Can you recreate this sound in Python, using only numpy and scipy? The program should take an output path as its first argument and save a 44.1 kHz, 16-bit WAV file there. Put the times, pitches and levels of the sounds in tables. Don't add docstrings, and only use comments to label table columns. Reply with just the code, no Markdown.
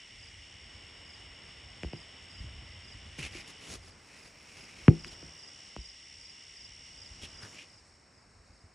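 import sys
import numpy as np
from scipy import signal
from scipy.fft import rfft, irfft, next_fast_len
from scipy.io import wavfile

SR = 44100
rng = np.random.default_rng(int(sys.argv[2]) if len(sys.argv) > 2 else 0)


def file_out(sig):
    cols = np.atleast_2d(sig).T
    lim = np.clip(cols, -1, 1)
    pcm = np.round(lim * 32767).astype(np.int16)
    wavfile.write(sys.argv[1], SR, pcm)


N = 385434

# (time [s], peak level of the sweep [dB], lowest pitch [Hz],
# spectral fall [dB per octave], level of the ring re sweep [dB], node frequency [Hz])
KNOCK_EVENTS = [(1.833, -27.5, 62.5, 3, -18, 1070), (1.8450, -35.5, 126, 7, -24, 1700),
                (1.9323, -32.5, 100, 5, -14, 1390), (3.1838, -36.5, 112, 11, -17, 2600),
                (4.8804, -3.2, 116, 8.8, -17, 670), (4.925, -47, 500, 3, -15, 800),
                (5.0458, -28, 700, 0.5, -20.5, 754), (5.226, -45, 328, 7, -6, 900),
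                (5.7635, -32, 90, 2.5, -22, 2170)]
# (time [s], peak level [dB], pitch [Hz])
THUMP_EVENTS = [(1.853, -29, 65), (2.403, -32, 62.5), (2.440, -38.5, 110), (2.467, -39.5, 72.5),
                (2.617, -43.5, 115), (2.946, -41, 98), (3.051, -42, 79), (3.188, -33.5, 138),
                (3.232, -39, 69.6), (3.35, -42.5, 351), (3.707, -44, 95), (4.882, -24.5, 58),
                (5.784, -33, 57), (7.225, -42.5, 77.4), (7.43, -43, 105), (8.492, -49, 74),
                (8.638, -46.5, 89)]
# (middle [s], length [s], rasp level [dB], swish level [dB], rasp pitch [Hz])
SCUFF_EVENTS = [(3.205, 0.031, -45, -47.5, 2480), (3.249, 0.048, -42.5, -48, 2570),
                (3.374, .085, -50, -52.5, 2380), (3.492, 0.039, -68, -49.5, 2680),
                (3.665, 0.089, -55, -51.5, 2780), (3.724, 0.065, -55.5, -48.5, 6030),
                (3.866, .06, -85, -59, 2500), (4.19, 0.18, -59, -59.5, 2350),
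                (4.681, 0.43, -56.5, -59, 2503), (5.075, 0.013, -59, -48.5, 2505),
                (5.127, 0.022, -55.5, -53.5, 3385), (7.241, 0.034, -47.5, -48, 2980),
                (7.442, 0.041, -54.5, -51.5, 1530), (7.519, 0.11, -61, -58, 6500),
                (7.594, 0.076, -51, -62, 2600)]
# (frequency [Hz], relative level [dB], decay time by 60 dB [s])
PANE_MODES = [(110.7, -1.5, .1), (161.3, 5.5, 0.2), (216, -5.5, 0.203), (240, -13.5, 0.057), (269, -3, .16),
              (302, -8.5, .12), (338, 2, 0.17), (380.4, -3.5, 0.151), (415.5, -7, .15), (490, -12, 0.15),
              (545, -23.5, 0.2), (727, -20.5, 0.141), (826, -24.5, .15), (1220, -16.5, .06)]
CHIRP_TIMES = [0.195, 1.062, 1.933, 2.309, 2.842, 3.326, 3.834, 4.190, 4.572, 5.002, 5.397, 5.815, 6.216,
               6.572, 6.982, 7.349, 7.702, 8.143, 8.530]
# (frequency [Hz], level [dB per Hz])
RUMBLE_SPECTRUM = [(20, -15.5), (35, -4.5), (50, 1), (90, 0.5), (140, -14.5), (250, -20.5), (600, -42.5)]
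AIR_SPECTRUM = [(60, 1), (150, 4), (300, 0), (600, -2.5), (1000, -4), (1600, -5), (2600, -10),
                (4000, -33.5)]
LOW_CHORUS_SPECTRUM = [(1400, -20), (1750, -10), (1950, -0.5), (2250, -2), (2550, -8), (3000, -33.5)]
HIGH_CHORUS_SPECTRUM = [(2200, -22), (2600, -4), (2920, 4.5), (3200, -2.5), (3600, -4), (4300, -26.5),
                        (5500, -36)]
HISS_SPECTRUM = [(2800, -24), (3800, 1.5), (4650, 7), (6200, 3), (7400, 3.5), (8500, 6.5), (9200, -3.5),
                 (10500, -5.5), (11500, -22), (16000, -20)]
RASP_SPECTRUM = [(200, -11), (400, -15.5), (800, -28.5), (1600, -9.5), (2100, 2.5), (2600, 3), (3500, -11),
                 (6000, -13), (10000, -24), (12500, -49)]
SWISH_SPECTRUM = [(80, 11), (350, 10.5), (800, 0.5), (1600, 0.5), (3000, 1), (4500, 1.5), (6500, 0.5),
                  (8500, -3), (10300, 1.5), (11700, -17.5), (16000, -16)]
CLOTH_SPECTRUM = [(6000, -12), (10000, -2.5), (16000, 0.5)]
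# (frequency [Hz], side gain re mid [dB])
STEREO_WIDTH = [(30, -20), (90, -30.5), (200, -16.5), (380, -9.5), (700, -5.5), (1290, -4.5), (2000, -36),
                (3300, -73), (4500, -24.5), (6000, -25.5), (8100, -16.5)]
# (time [s], loss [dB])
SCREEN_LOSS = [(3.55, -1), (3.9, 9.5), (4.3, 10), (4.7, 7.5), (5.0, -0.5), (7.45, 0), (7.85, 19),
               (8.25, 26.5), (8.74, 27)]
INSECT_VOICES = {"upper trill": (-63, 5.5, 0.66), "lower trill": (-62.5, 4, 0.62),
                 "chirper": (-52, 4.1, 0.63), "low chorus": (-60.5, -2.5, .5),
                 "high chorus": (-58, -1.9, 1.0), "hiss": (-64, 1.6, 0.29)}
# (start [s], end [s], level added to the calm [dB])
RUMBLE_SPELLS = [(.1, 2.45, -62.5), (2.39, 3.4, -54), (3.677, 3.94, -58.5), (4.847, 5.3, -56),
                 (6.67, 7.4, -61.5), (8.35, 8.6, -65.5)]
# (time [s], level [dB])
AIR_LEVEL_CURVE = [(0.3, -64), (.9, -59.5), (3.3, -59), (4.4, -61.5), (5.15, -58), (5.9, -65), (6.7, -65),
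                   (7.45, -57.5), (7.8, -64.5)]
# (time [s], frequency [Hz])
UPPER_PEAK_CURVE = [(.55, 5670), (.8, 5480), (2.8, 5520), (3.15, 5700), (4.0, 5680), (4.9, 5664),
                    (7.65, 5675), (8.2, 5450)]
# (frequency [Hz], phase [rad])
PORT_PHASE_LEAD = [(4200, 0), (4600, -.3), (4820, -1), (4945, -3.1), (5080, -5.1), (5400, -6.28),
                   (6500, -6.3), (9470, -7.9), (11200, -9.4), (16000, -10)]
# (start [s], end [s], level [dB])
BRUSHING_SPELLS = [(3.98, 4.85, -75.5), (5.0, 5.42, -78), (6.78, 7.6, -84.5)]
# (middle [s], length [s], level [dB], frequency at the middle [Hz], fall [Hz per s])
RESONANCE_GLIDE = (6, 1, -72, 3102.5, 3600)

CUTOFF_HZ = 16800
RASP_HZ = 2400
THUMP_T60_S = 0.12
TURN_S, TURN_LENGTH_S = 4.3, 0.6
CALM_DB, RUMBLE_EDGE_S = -67.5, 0.08


def from_db(db):
    return np.exp(np.asarray(db) * (np.log(10) / 20))


def rms_one(x):
    return x / np.sqrt(np.mean(x ** 2) + 1e-20)


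def seconds():
    return np.arange(N) / SR


def curve(rows):
    return np.interp(seconds(), *np.transpose(rows))


def rise(s, length):
    return 0.5 + 0.5 * np.tanh(np.clip(2 * (seconds() - s) / length, -10, 10))


def spells(rows, edge_s):
    return sum(from_db(db) * rise(start, edge_s) * (1 - rise(end, edge_s)) for start, end, db in rows)


def at_hz(points, hz, **ends):
    points = np.array(points)
    return np.interp(np.log(hz + 1e-9), np.log(points[:, 0]), points[:, 1], **ends)


def drift(rate, size=N):
    knots = rng.standard_normal(16384)
    return np.interp(np.arange(size) * (rate / SR), np.arange(len(knots)), knots)


def noise(spectrum, flicker_db, shift=1, size=N):
    hz = np.fft.rfftfreq(size, 1 / SR)
    colour = from_db(at_hz(spectrum, hz / shift, left=-87, right=-75.0))
    mid, side = rfft(rng.standard_normal((2, size))) * colour
    pair = mid + from_db(at_hz(STEREO_WIDTH, hz)) * side * [[1], [-1]]
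    flicker = from_db(flicker_db * drift(25, size=size))
    return rms_one(irfft(pair, size) * flicker)


def add(out, s, sound):
    start = max(round(s * SR), 0)
    out[..., start:start + sound.shape[-1]] += sound[..., :max(N - start, 0)]


def heard(voice):
    db, turn_db, share = INSECT_VOICES[voice]
    turned_db = turn_db * rise(TURN_S, TURN_LENGTH_S)
    return from_db(db + turned_db - share * curve(SCREEN_LOSS))


def handling_rumble():
    strength = from_db(CALM_DB) + spells(RUMBLE_SPELLS, RUMBLE_EDGE_S)
    return strength * noise(RUMBLE_SPECTRUM, flicker_db=3.0)


def open_air():
    return from_db(curve(AIR_LEVEL_CURVE)) * noise(AIR_SPECTRUM, flicker_db=0.6)


def insect_chorus():
    low = heard("low chorus") * noise(LOW_CHORUS_SPECTRUM, flicker_db=0.47)
    high = heard("high chorus") * noise(HIGH_CHORUS_SPECTRUM, flicker_db=0.73)
    return low + high + heard("hiss") * noise(HISS_SPECTRUM, flicker_db=1.0)


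def wing_tone(stroke, pitch_hz, droop_hz, waver_hz):
    stroke = np.clip(stroke, 0, 1)
    droop = droop_hz * (0.5 ** 2 - stroke ** 2)
    hz = pitch_hz + droop + waver_hz * drift(300)
    return np.sin(np.pi * stroke) * np.sin(2 * np.pi * np.cumsum(hz) / SR)


def garden(x, scatter_db, t60, side_db=-9):
    age = np.arange(SR // 3) / SR
    tails = rng.standard_normal((2, len(age))) * from_db(-60 * age / t60)
    mid, side = (signal.fftconvolve(x, tail / np.linalg.norm(tail))[:N] for tail in tails)
    return x + from_db(scatter_db) * (mid + from_db(side_db) * side * np.array([[1], [-1]]))


def trill(rate_hz, pitch_hz, droop_hz, duty, scatter_db):
    beats = np.cumsum(rate_hz * (1 + 0.003 * drift(5))) / SR
    tone = wing_tone(beats % 1 / duty, pitch_hz, droop_hz, waver_hz=60)
    song = tone * from_db(1.0 * drift(40))
    return rms_one(garden(song, scatter_db, t60=0.05))


def chirps(spacing_s=0.041, stroke_s=0.027, first_db=-3, count=3):
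    stroke, level = np.zeros(N), np.zeros(N)
    ramp = np.linspace(0, 1, int(stroke_s * SR))
    for s in CHIRP_TIMES:
        for k in range(count):
            start = s + k * spacing_s - stroke_s / 2
            add(stroke, start, ramp)
            add(level, start, np.full(len(ramp), from_db(first_db * (k == 0))))
    song = level * wing_tone(stroke, pitch_hz=5030, droop_hz=620, waver_hz=70)
    return garden(song, scatter_db=-8, t60=0.07)


def crickets():
    high = trill(rate_hz=70.7, pitch_hz=curve(UPPER_PEAK_CURVE), droop_hz=380, duty=0.62, scatter_db=-9)
    low = trill(rate_hz=67.2, pitch_hz=5225, droop_hz=520, duty=0.64, scatter_db=-5)
    return heard("upper trill") * high + heard("lower trill") * low + heard("chirper") * chirps()


def pane_ring(age):
    modes = 0
    for hz, db, t60 in PANE_MODES:
        modes = modes + from_db(db - 60 * age / t60) * np.sin(2 * np.pi * (hz * age + rng.random()))
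    return modes * (1 - np.exp(-(age / 0.012) ** 2))


def knocks(spread_cycles=1.127, slowest_hz=110, contact_hz=3100, node_db=-12, node_octaves=0.6,
           side_db=-10, size=16384):
    out, age = np.zeros((2, N)), np.arange(size) / SR
    hz = np.maximum(np.fft.rfftfreq(size, 1 / SR), 1)
    octaves = np.log2(hz / 500)
    travel = np.exp(-2j * np.pi * spread_cycles * np.log((hz + slowest_hz) / contact_hz))
    contact = signal.freqs(*signal.butter(10, 1, analog=True), hz / contact_hz)[1]
    tick = from_db(-9.5) * hz / (hz + contact_hz) / (1 + (hz / 8000) ** 4)
    for s, db, low_hz, fall_db, ring_db, node_hz in KNOCK_EVENTS:
        span = signal.freqs(*signal.butter(5, 1, "high", analog=True), hz / low_hz)[1]
        node = node_db * np.exp(-(np.log2(hz / node_hz) / node_octaves) ** 2)
        spectrum = from_db(node - fall_db * octaves) * span * (contact + tick) * travel
        sweep = irfft(spectrum) * (age < age[-1] / 2)
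        ring = pane_ring(age) + from_db(side_db) * pane_ring(age) * [[1], [-1]]
        add(out, s, from_db(db) * (sweep / np.abs(sweep).max() + from_db(ring_db) * ring))
    return out


def footfalls_and_thump(press_s=0.0021, overtone_db=-17):
    out, age = np.zeros(N), np.arange(SR // 2) / SR
    swell = (1 - np.exp(-(age / press_s) ** 2)) * from_db(-60 * age / THUMP_T60_S)
    for s, db, hz in THUMP_EVENTS:
        overtone = from_db(overtone_db) * np.sin(2 * np.pi * 2.92 * hz * age)
        swing = np.sin(2 * np.pi * hz * age) + overtone
        add(out, s, -from_db(db) * swell / swell.max() * swing)
    return out


def scuffs(grain_db=2.5, size=32768):
    out, from_middle = np.zeros((2, N)), (np.arange(size) - size / 2) / SR
    for s, length, rasp_db, swish_db, rasp_hz in SCUFF_EVENTS:
        stroke = 1 / np.sqrt(1 + (2 * from_middle / length) ** 6)
        rasp = from_db(rasp_db) * noise(RASP_SPECTRUM, flicker_db=1.5, shift=rasp_hz / RASP_HZ, size=size)
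        swish = from_db(swish_db) * noise(SWISH_SPECTRUM, flicker_db=2.0, size=size)
        add(out, s + from_middle[0], stroke * (rasp + swish))
    return out * rms_one(from_db(grain_db * drift(450)))


def clothes():
    return spells(BRUSHING_SPELLS, edge_s=0.045) * noise(CLOTH_SPECTRUM, flicker_db=3.0)


def falling_resonance(waver_hz=90):
    s, length, db, hz, fall_hz_per_s = RESONANCE_GLIDE
    from_middle = seconds() - s
    glide_hz = hz - fall_hz_per_s * np.clip(from_middle, -length, length) + waver_hz * drift(400)
    envelope = from_db(db) * np.exp(-(2 * from_middle / length) ** 2)
    return envelope * np.sin(2 * np.pi * np.cumsum(glide_hz) / SR)


def scene():
    surroundings = handling_rumble() + open_air() + insect_chorus()
    close_by = knocks() + footfalls_and_thump() + scuffs() + clothes()
    return surroundings + crickets() + close_by + falling_resonance()


def record(dry, bass_cut_hz=40):
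    bass_cut = signal.butter(3, bass_cut_hz, "high", fs=SR, output="sos")
    thinned = signal.sosfilt(bass_cut, dry)
    size = next_fast_len(N + SR)
    lag = np.exp(1j * at_hz(PORT_PHASE_LEAD, np.fft.rfftfreq(size, 1 / SR)))
    left = irfft(rfft(thinned[0], size) * lag, size)[:N]
    treble_cut = signal.cheby2(12, 70, CUTOFF_HZ, fs=SR, output="sos")
    return signal.sosfilt(treble_cut, np.array([left, thinned[1]]))


dry = scene()
out = record(dry)
file_out(out)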